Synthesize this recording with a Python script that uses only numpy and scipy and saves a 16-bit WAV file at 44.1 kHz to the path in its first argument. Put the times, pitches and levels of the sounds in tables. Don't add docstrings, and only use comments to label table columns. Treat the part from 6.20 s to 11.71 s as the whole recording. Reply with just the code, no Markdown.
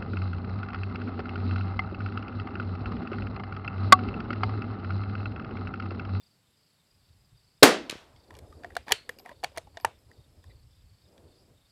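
import sys
import numpy as np
from scipy import signal
from scipy.fft import rfft, irfft
from scipy.io import wavfile

SR = 44100
rng = np.random.default_rng(int(sys.argv[2]) if len(sys.argv) > 2 else 0)


def invert_db(level):
    return 10 ** (np.asarray(level, dtype=float) / 20)


def unload_wav(signal):
    wavfile.write(
        sys.argv[1],
        SR,
        np.round(np.clip(np.atleast_2d(signal).T, -1, 1) * 32767).astype(np.int16),
    )


N = 242991
T = np.arange(N) / SR


def rms_one(x):
    return x / np.sqrt(np.mean(x ** 2) + 1e-20)


def peak_one(x):
    return x / np.max(np.abs(x))


def level(rows):
    time_s, level_db = np.transpose(rows)
    return invert_db(np.interp(T, time_s, level_db, left=-150, right=-150))


def at_hz(points, hz):
    table_hz, value = np.transpose(points)
    return np.interp(np.log(np.maximum(hz, 1)), np.log(table_hz), value)


def drift(rate_hz):
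    step = 40
    pole = np.exp(-2 * np.pi * rate_hz * step / SR)
    noise = rng.standard_normal(N // step + 2002)
    slow = signal.lfilter([1], [1, -2 * pole, pole * pole], noise)[2000:]
    return np.interp(np.arange(N) / step, np.arange(len(slow)), rms_one(slow))


def coloured(spectrum, size=N):
    gain = invert_db(at_hz(spectrum, np.fft.rfftfreq(size, 1 / SR)))
    return rms_one(irfft(rfft(rng.standard_normal(size)) * gain, size))


def band(x, low_hz, high_hz):
    sos = signal.butter(2, [low_hz, min(high_hz, .45 * SR)], "band", fs=SR, output="sos")
    return signal.sosfilt(sos, x)


def high_pass(x, hz):
    return signal.sosfilt(signal.butter(2, hz, "high", fs=SR, output="sos"), x)


def ring(clicks, hz, t60_s):
    r, w = invert_db(-60 / (t60_s * SR)), 2 * np.pi * hz / SR
    return signal.lfilter([0, np.sin(w)], [1, -2 * r * np.cos(w), r * r], clicks + 1e-18)


def dying(t60_s, size=SR):
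    return invert_db(-60 * np.arange(size) / SR / t60_s)


def add(out, start_s, sound):
    i = round(start_s * SR)
    out[i:i + len(sound)] += sound[:N - i]


# (relative, per Hz)
AIR_SPECTRUM = [(18, -44.5), (30, -13.5), (130, 0.5), (342, -11.5), (481, -12.5), (1690, -17.5),
                (3600, -17.5), (5000, -16.5), (6000, -25.5), (12300, -23.5), (15600, -33)]


def air():
    return invert_db(-70) * coloured(AIR_SPECTRUM)


# time_s, level_db
BREEZE = [(0.0, -78), (0.55, -101), (0.83, -73), (0.97, -61), (1.38, -74), (1.58, -61.5), (1.99, -64.5),
          (2.33, -58.5), (2.58, -56), (2.79, -68), (3.07, -66.5), (3.47, -62), (3.9, -68), (4.37, -57.5),
          (4.85, -67.5), (5.51, -67.5)]
# (relative, per Hz)
BREEZE_SPECTRUM = [(12, -42), (20, -10), (81, 3.5), (130, -5), (206, -24.5), (300, -21), (390, -47),
                   (660, -120)]
# middle_s, level_db (rms)
WIND_LUMPS = [(.76, -67.5), (.83, -71), (.91, -60.5), (1.141, -60.5), (1.621, -63), (1.76, -66),
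              (1.95, -68), (2.15, -56), (2.23, -52), (2.36, -56.5), (2.48, -61), (2.6, -55.5),
              (2.73, -54.5), (3.19, -62), (3.26, -59.5), (3.38, -59), (3.46, -58), (3.66, -52),
              (3.88, -58.5), (4.0, -55.5), (4.1, -64), (4.191, -58), (4.279, -51.5), (4.36, -59.5),
              (4.46, -57), (4.519, -64), (4.66, -60.5), (4.73, -61.5), (4.85, -66), (5.06, -59),
              (5.25, -66), (5.32, -63)]


def wind():
    out = level(BREEZE) * rms_one(coloured(BREEZE_SPECTRUM) * invert_db(3.0 * drift(12)))
    lump_s = 0.075
    window = np.hanning(round(lump_s * SR))
    low_noise = band(coloured(BREEZE_SPECTRUM), 59, 190)
    for middle_s, level_db in WIND_LUMPS:
        i = round((middle_s - lump_s / 2) * SR)
        lump = rms_one(window * low_noise[i:i + len(window)])
        add(out, i / SR, invert_db(level_db) * lump)
    return out


def wing(hz, pulse_rate):
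    cycle = pulse_rate * T + .15 * drift(2)
    pitch_hz = hz * (1 + .022 * np.cos(2 * np.pi * cycle) + .012 * drift(3))
    tone = np.sin(2 * np.pi * np.cumsum(pitch_hz) / SR) * invert_db(3.0 * drift(40))
    blur = .8 * rms_one(ring(rng.standard_normal(N), hz, .009))
    strokes = .35 + np.maximum(0, np.sin(2 * np.pi * cycle))
    return rms_one((tone + blur) * strokes)


# pitch_hz, level_db (before the chorus gain), pulses_per_s, chirps_per_s, first_chirp_middle_s
SINGERS = [(3650, -79, 27, 3.52, .02), (4480, -79, 26, 2.59, .114), (4750, -80, 28, 2.55, .065),
           (4920, -80, 27, 3.12, .077), (5240, -86, 24, 2.76, .15), (10200, -92, 30, 4.5, .086)]


def crickets():
    out = invert_db(-82) * rms_one(band(rng.standard_normal(N), 7300, 8300))
    share, between_chirps = .5, .12
    chorus_db, sway_db = 2, 1.5
    for hz, level_db, pulse_rate, chirp_rate, middle_s in SINGERS:
        phase = ((T - middle_s) * chirp_rate + share / 2) % 1 / share
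        chirps = between_chirps + np.sin(np.pi * np.minimum(phase, 1)).clip(0) ** .5
        gain = invert_db(chorus_db + level_db + sway_db * drift(0.64))
        out += gain * wing(hz, pulse_rate) * chirps
    return out


# time_s, level_db (of the rustle)
SLEEVE_MOVES = [(1.85, -91), (2.05, -62.5), (2.29, -56.5), (2.56, -58.5), (2.7, -69), (2.85, -62.5),
                (3.22, -61.5), (3.37, -71), (3.48, -65.5), (3.87, -67.5), (4.15, -68.5), (4.33, -67),
                (4.55, -86), (4.8, -83.5), (4.93, -63), (5.08, -63), (5.33, -67), (5.45, -84)]


def cloth():
    rustle = rms_one(band(rng.standard_normal(N), 200, 597) * invert_db(2.45 * drift(9.6)))
    hiss = rms_one(band(rng.standard_normal(N), 6000, 11600))
    return level(SLEEVE_MOVES) * (rustle + invert_db(-21) * hiss)


# pitch_hz, level_db (before the swell), t60_s
CREAK_MODES = [(1976, -65.5, 0.012), (2380, -69.5, .015), (3980, -72, 0.012)]


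def squeak():
    start_s, length_s = 4.293, .032
    swell = np.sin(np.pi * np.clip((T - start_s) / length_s, 0, 1)).clip(0)
    rub = rng.standard_normal(N)
    modes = sum(invert_db(db) * rms_one(ring(ring(rub, hz, t60), hz, t60)) for hz, db, t60 in CREAK_MODES)
    return swell * modes


# start_s, level_db (of the exciting click)
CASE_BOUNCES = [(2.8937, -57), (2.9875, -50.5), (2.9957, -50), (3.6103, -55.5), (3.7894, -68)]
# pitch_hz, level_db (relative to the click), t60_s
CASE_MODES = [(12270, -3, 0.12), (12440, -19, .2), (12360, -17, 0.16), (4880, 9.5, 0.0089)]


def spent_case():
    clicks = np.zeros(N)
    for start_s, level_db in CASE_BOUNCES:
        clicks[round(start_s * SR)] = invert_db(level_db)
    return band(sum(invert_db(db) * ring(clicks, hz, t60) for hz, db, t60 in CASE_MODES), 3900, 14000)


# pitch_hz, level_db (relative), t60_s
STEEL_MODES = [(2260, 16.5, 0.0063), (2873, 6.5, .012), (3283, 10.5, 0.0083), (3620, -2.5, 0.023),
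               (4058, 4, 0.011), (4476, 2, 0.02), (5150, -4, 0.0033)]


def steel(chatter):
    return sum(invert_db(db) * ring(chatter, hz, t60) for hz, db, t60 in STEEL_MODES)


HANDLE_HZ, HANDLE_T60_S = 1860, 0.01


def handle(chatter):
    return ring(chatter, HANDLE_HZ, HANDLE_T60_S)


# start_s, end_s, start_level_db, end_level_db
BOLT_SLIDES = [(2.126, 2.201, -59, -66), (2.667, 2.722, -51, -34), (3.05, 3.13, -52, -55),
               (3.328, 3.378, -73, -43), (3.544, 3.654, -63, -63)]


def slides():
    clicks_per_s, spread_db = 5000, 3
    born = rng.random(N) < clicks_per_s / SR
    size = invert_db(spread_db * rng.exponential(1, N).clip(0, 5))
    grains = born * size * rng.choice([-1, 1], N)
    scrape = rms_one(steel(grains)) + 3.0 * rms_one(ring(grains, 980, 0.01))
    scrape += .6 * rms_one(handle(grains)) + 0.32 * rms_one(band(grains, 5000, 11000))
    gain = sum(level([(a, a_db), (b, b_db)]) for a, b, a_db, b_db in BOLT_SLIDES)
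    return gain * rms_one(scrape)


# pitch_hz, level_db (for a blow of 0 dB), decay_t60_s
SHIVER_MODES = [(3000, -33, 0.21), (3590, -45, 0.25), (4340, -37, 0.33)]


def rattle(clacks):
    out = np.zeros(N)
    for hz, level_db, t60_s in SHIVER_MODES:
        fading = signal.lfilter([1], [1, -invert_db(-60 / (t60_s * SR))], clacks ** 2 + 1e-18)
        shiver = ring(ring(rng.standard_normal(N), hz, .006), hz, .006)
        out += invert_db(level_db) * fading * rms_one(shiver)
    return out


# low_hz, high_hz, level_db (relative to the blow), t60_s
SHELTER_ANSWER = [(400, 985, -27.5, 0.16), (1316, 3200, -36, 0.28), (2310, 4400, -37, 0.17),
                  (5360, 9300, -36, 0.1936)]


def answer(jolts):
    out = np.zeros(N)
    for jolt, (low_hz, high_hz, level_db, t60_s) in zip(jolts, SHELTER_ANSWER):
        fading = signal.lfilter([1], [1, -invert_db(-60 / (t60_s * SR))], jolt + 1e-18)
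        swell = signal.lfilter([.01], [1, -.99], fading)
        out += invert_db(level_db) * swell * rms_one(band(rng.standard_normal(N), low_hz, high_hz))
    return out


# start_s, stock_knock_db, stock_pitch_hz, handle_ring_db, steel_clack_db, crack_db (all peak levels)
BOLT_CONTACTS = [(1.961, -78, 475.4, -72, -52, -77), (2.106, -45.5, 1000, -40.5, -44.5, -57),
                 (2.14, -57, 440, -48.5, -54.5, -52.5), (2.151, -54.5, 438, -54, -44, -56),
                 (2.167, -70, 506, -50, -55, -49), (2.188, -47, 476, -51, -44, -43),
                 (2.325, -45.5, 1217, -53, -55, -70), (2.435, -46.5, 694, -40, -46, -58),
                 (2.445, -32.5, 697, -29.5, -45.5, -58), (2.504, -54, 773, -43, -68, -68),
                 (2.52, -66, 452, -50, -68, -71), (2.552, -47.5, 680, -44, -38, -46),
                 (2.566, -25, 706, -18.5, -23.5, -30), (2.681, -46, 835, -31, -35.5, -48),
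                 (2.691, -48, 760, -35, -37, -42), (2.7113, -23, 790, -23, -31.5, -40.5),
                 (2.7204, -19.5, 425, -7, -4, -9.5), (2.892, -32, 490, -24, -35.5, -31.5),
                 (2.986, -52, 402, -70, -47.5, -48), (2.998, -51, 760, -50, -45.5, -56),
                 (3.059, -39.5, 720, -37.5, -54, -49.5), (3.092, -45, 980, -36, -57, -51),
                 (3.115, -41, 593, -46, -59.5, -77), (3.231, -35, 810, -35.5, -43.5, -54),
                 (3.237, -23.5, 720, -57.5, -28, -31.5), (3.243, -29, 816, -20.5, -19.5, -30),
                 (3.318, -51.5, 556, -60, -56, -66), (3.362, -64, 605, -52, -39, -59.5),
                 (3.374, -32, 702, -28, -40, -31.5), (3.38, -28.5, 666, -68, -27, -33.5),
                 (3.471, -46.5, 827, -70.5, -58, -75), (3.571, -35.5, 668, -30.5, -33.5, -59),
                 (3.599, -53, 700, -48, -48, -53), (3.6474, -10.5, 899, -15.5, -29.5, -24),
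                 (3.914, -57, 455, -47.5, -60.5, -59), (4.24, -56, 1042, -52, -56, -58),
                 (4.978, -62, 430, -53.5, -51, -68.5)]


def bolt():
    out, jolts = np.zeros(N), np.zeros((4, N))
    t = T[:4096]
    rise = 1 - np.exp(-t / .002)
    punch, ring_out = dying(.009, size=len(t)), dying(0.029, size=len(t))
    chatter_shape = (1 - np.exp(-t / .001)) * dying(.013, size=len(t))
    for start_s, knock_db, hz, handle_db, clack_db, crack_db in BOLT_CONTACTS:
        rough, spit = rng.standard_normal((2, len(t))) * chatter_shape
        fall = invert_db(knock_db + 24) * punch + ring_out
        modes = np.sin(2 * np.pi * hz * t)
        modes += .25 * np.sin(2 * np.pi * .73 * hz * t) + .2 * np.sin(2 * np.pi * 1.3 * hz * t)
        add(out, start_s, invert_db(knock_db) * peak_one(modes * rise * fall))
        add(out, start_s, invert_db(handle_db) * peak_one(handle(rough)))
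        add(out, start_s, invert_db(clack_db) * peak_one(band(steel(rough), 1710, 10000)))
        add(out, start_s, invert_db(crack_db) * peak_one(band(spit, 3900, 11500)))
        jolts[:, round(start_s * SR)] = invert_db([knock_db, handle_db, clack_db, crack_db])
    return out + answer(jolts) + rattle(jolts[2]) + slides()


def burst(level_db, hz, t60_s, rough):
    t = T[:4096]
    spit = rms_one(band(rng.standard_normal(len(t)), .5 * hz, 2.2 * hz + 1500))
    swing = np.sin(2 * np.pi * hz * t) + rough * spit
    return invert_db(level_db) * swing * (1 - np.exp(-t * hz / 0.22)) * dying(t60_s, size=len(t))


# start_s, level_db (before rise and decay), pitch_hz, t60_s
STRIKE_BURSTS = [(1.6965, -22, 3030, 0.0073), (1.6990, -18.5, 4150, 0.0047), (1.6994, -20.5, 2448, 0.00534),
                 (1.6989, -22.5, 452, 0.0056), (1.7100, -27.5, 3820, 0.009), (1.7180, -34, 2450, 0.02),
                 (1.7270, -16, 400, 0.0052), (1.7550, -20, 346, 0.0047)]


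def strike():
    out = np.zeros(N)
    for start_s, level_db, hz, t60_s in STRIKE_BURSTS:
        add(out, start_s, burst(level_db, hz, t60_s, rough=min(.5, hz / 8000)))
    scatter = rms_one(band(rng.standard_normal(SR), 924, 4150)) * (1 - np.exp(-T[:SR] / 0.0044))
    add(out, STRIKE_BURSTS[0][0], invert_db(-41.5) * scatter * dying(0.41))
    return out


# pitch_hz, t60_s
SHELTER_DECAY = [(100, .15), (180, 0.34), (300, 0.38), (550, 0.26), (1000, 0.23), (1900, 0.29),
                 (4000, 0.29), (8000, 0.21), (13500, 0.12)]


def shelter_tail(noise, longer):
    edges = 50 * 2 ** np.arange(0, 8.6, .25)
    out = np.zeros(len(noise))
    for k, (low_hz, high_hz) in enumerate(zip(edges, edges[1:])):
        t60_s = longer * at_hz(SHELTER_DECAY, np.sqrt(low_hz * high_hz))
        out += (-1) ** k * band(noise, low_hz, high_hz) * dying(t60_s)
    return out


# start_s, level_db (before rise and decay), pitch_hz, t60_s
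REPORT_BURSTS = [(1.4254, -1.5, 460, 0.05), (1.4293, 3.5, 4160, 0.012), (1.4322, 2, 420, 0.018),
                 (1.4389, -1.5, 295, 0.029)]
# (relative, per Hz)
REPORT_SPECTRUM = [(35, -60), (60, -30), (167, -16), (248, -3.5), (279, -9), (336, -3.5), (404, -2.5),
                   (741, -3.5), (852, -5.5), (2540, -14.5), (11000, -24), (14500, -26.5), (16500, -45)]


def shot():
    out = np.zeros(N)
    for start_s, level_db, hz, t60_s in REPORT_BURSTS:
        add(out, start_s, burst(level_db, hz, t60_s, rough=0.19))
    crack_s = REPORT_BURSTS[1][0]
    rise = 1 - np.exp(-T[:SR] / 0.0012)
    early = coloured(REPORT_SPECTRUM, size=SR) * dying(0.041)
    late = shelter_tail(coloured(REPORT_SPECTRUM, size=SR), longer=1.15)
    roll = rms_one(band(rng.standard_normal(SR), 110, 900)) * dying(1.4)
    add(out, crack_s, rise * (invert_db(5) * early + invert_db(-10.5) * late + invert_db(-42.5) * roll))
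    return out


def scene():
    background = air() + wind() + crickets() + cloth() + squeak()
    rifle = spent_case() + high_pass(bolt(), 190) + high_pass(shot() + strike(), 95)
    mono = background + rifle
    return np.stack([mono, mono])


def roll_off(x):
    return signal.sosfilt(signal.butter(12, 15760, fs=SR, output="sos"), x)


def record(dry):
    loud = np.clip(dry, -.97, .97)
    smear = signal.lfilter([1, -.6], [1], rng.standard_normal(512) * dying(.008, size=512))
    smear /= np.sqrt(np.sum(smear ** 2))
    apart = invert_db(-31) * signal.fftconvolve(loud[0], smear)[:N]
    return roll_off(loud + apart * [[1], [-1]])


dry = scene()
out = record(dry)
unload_wav(out)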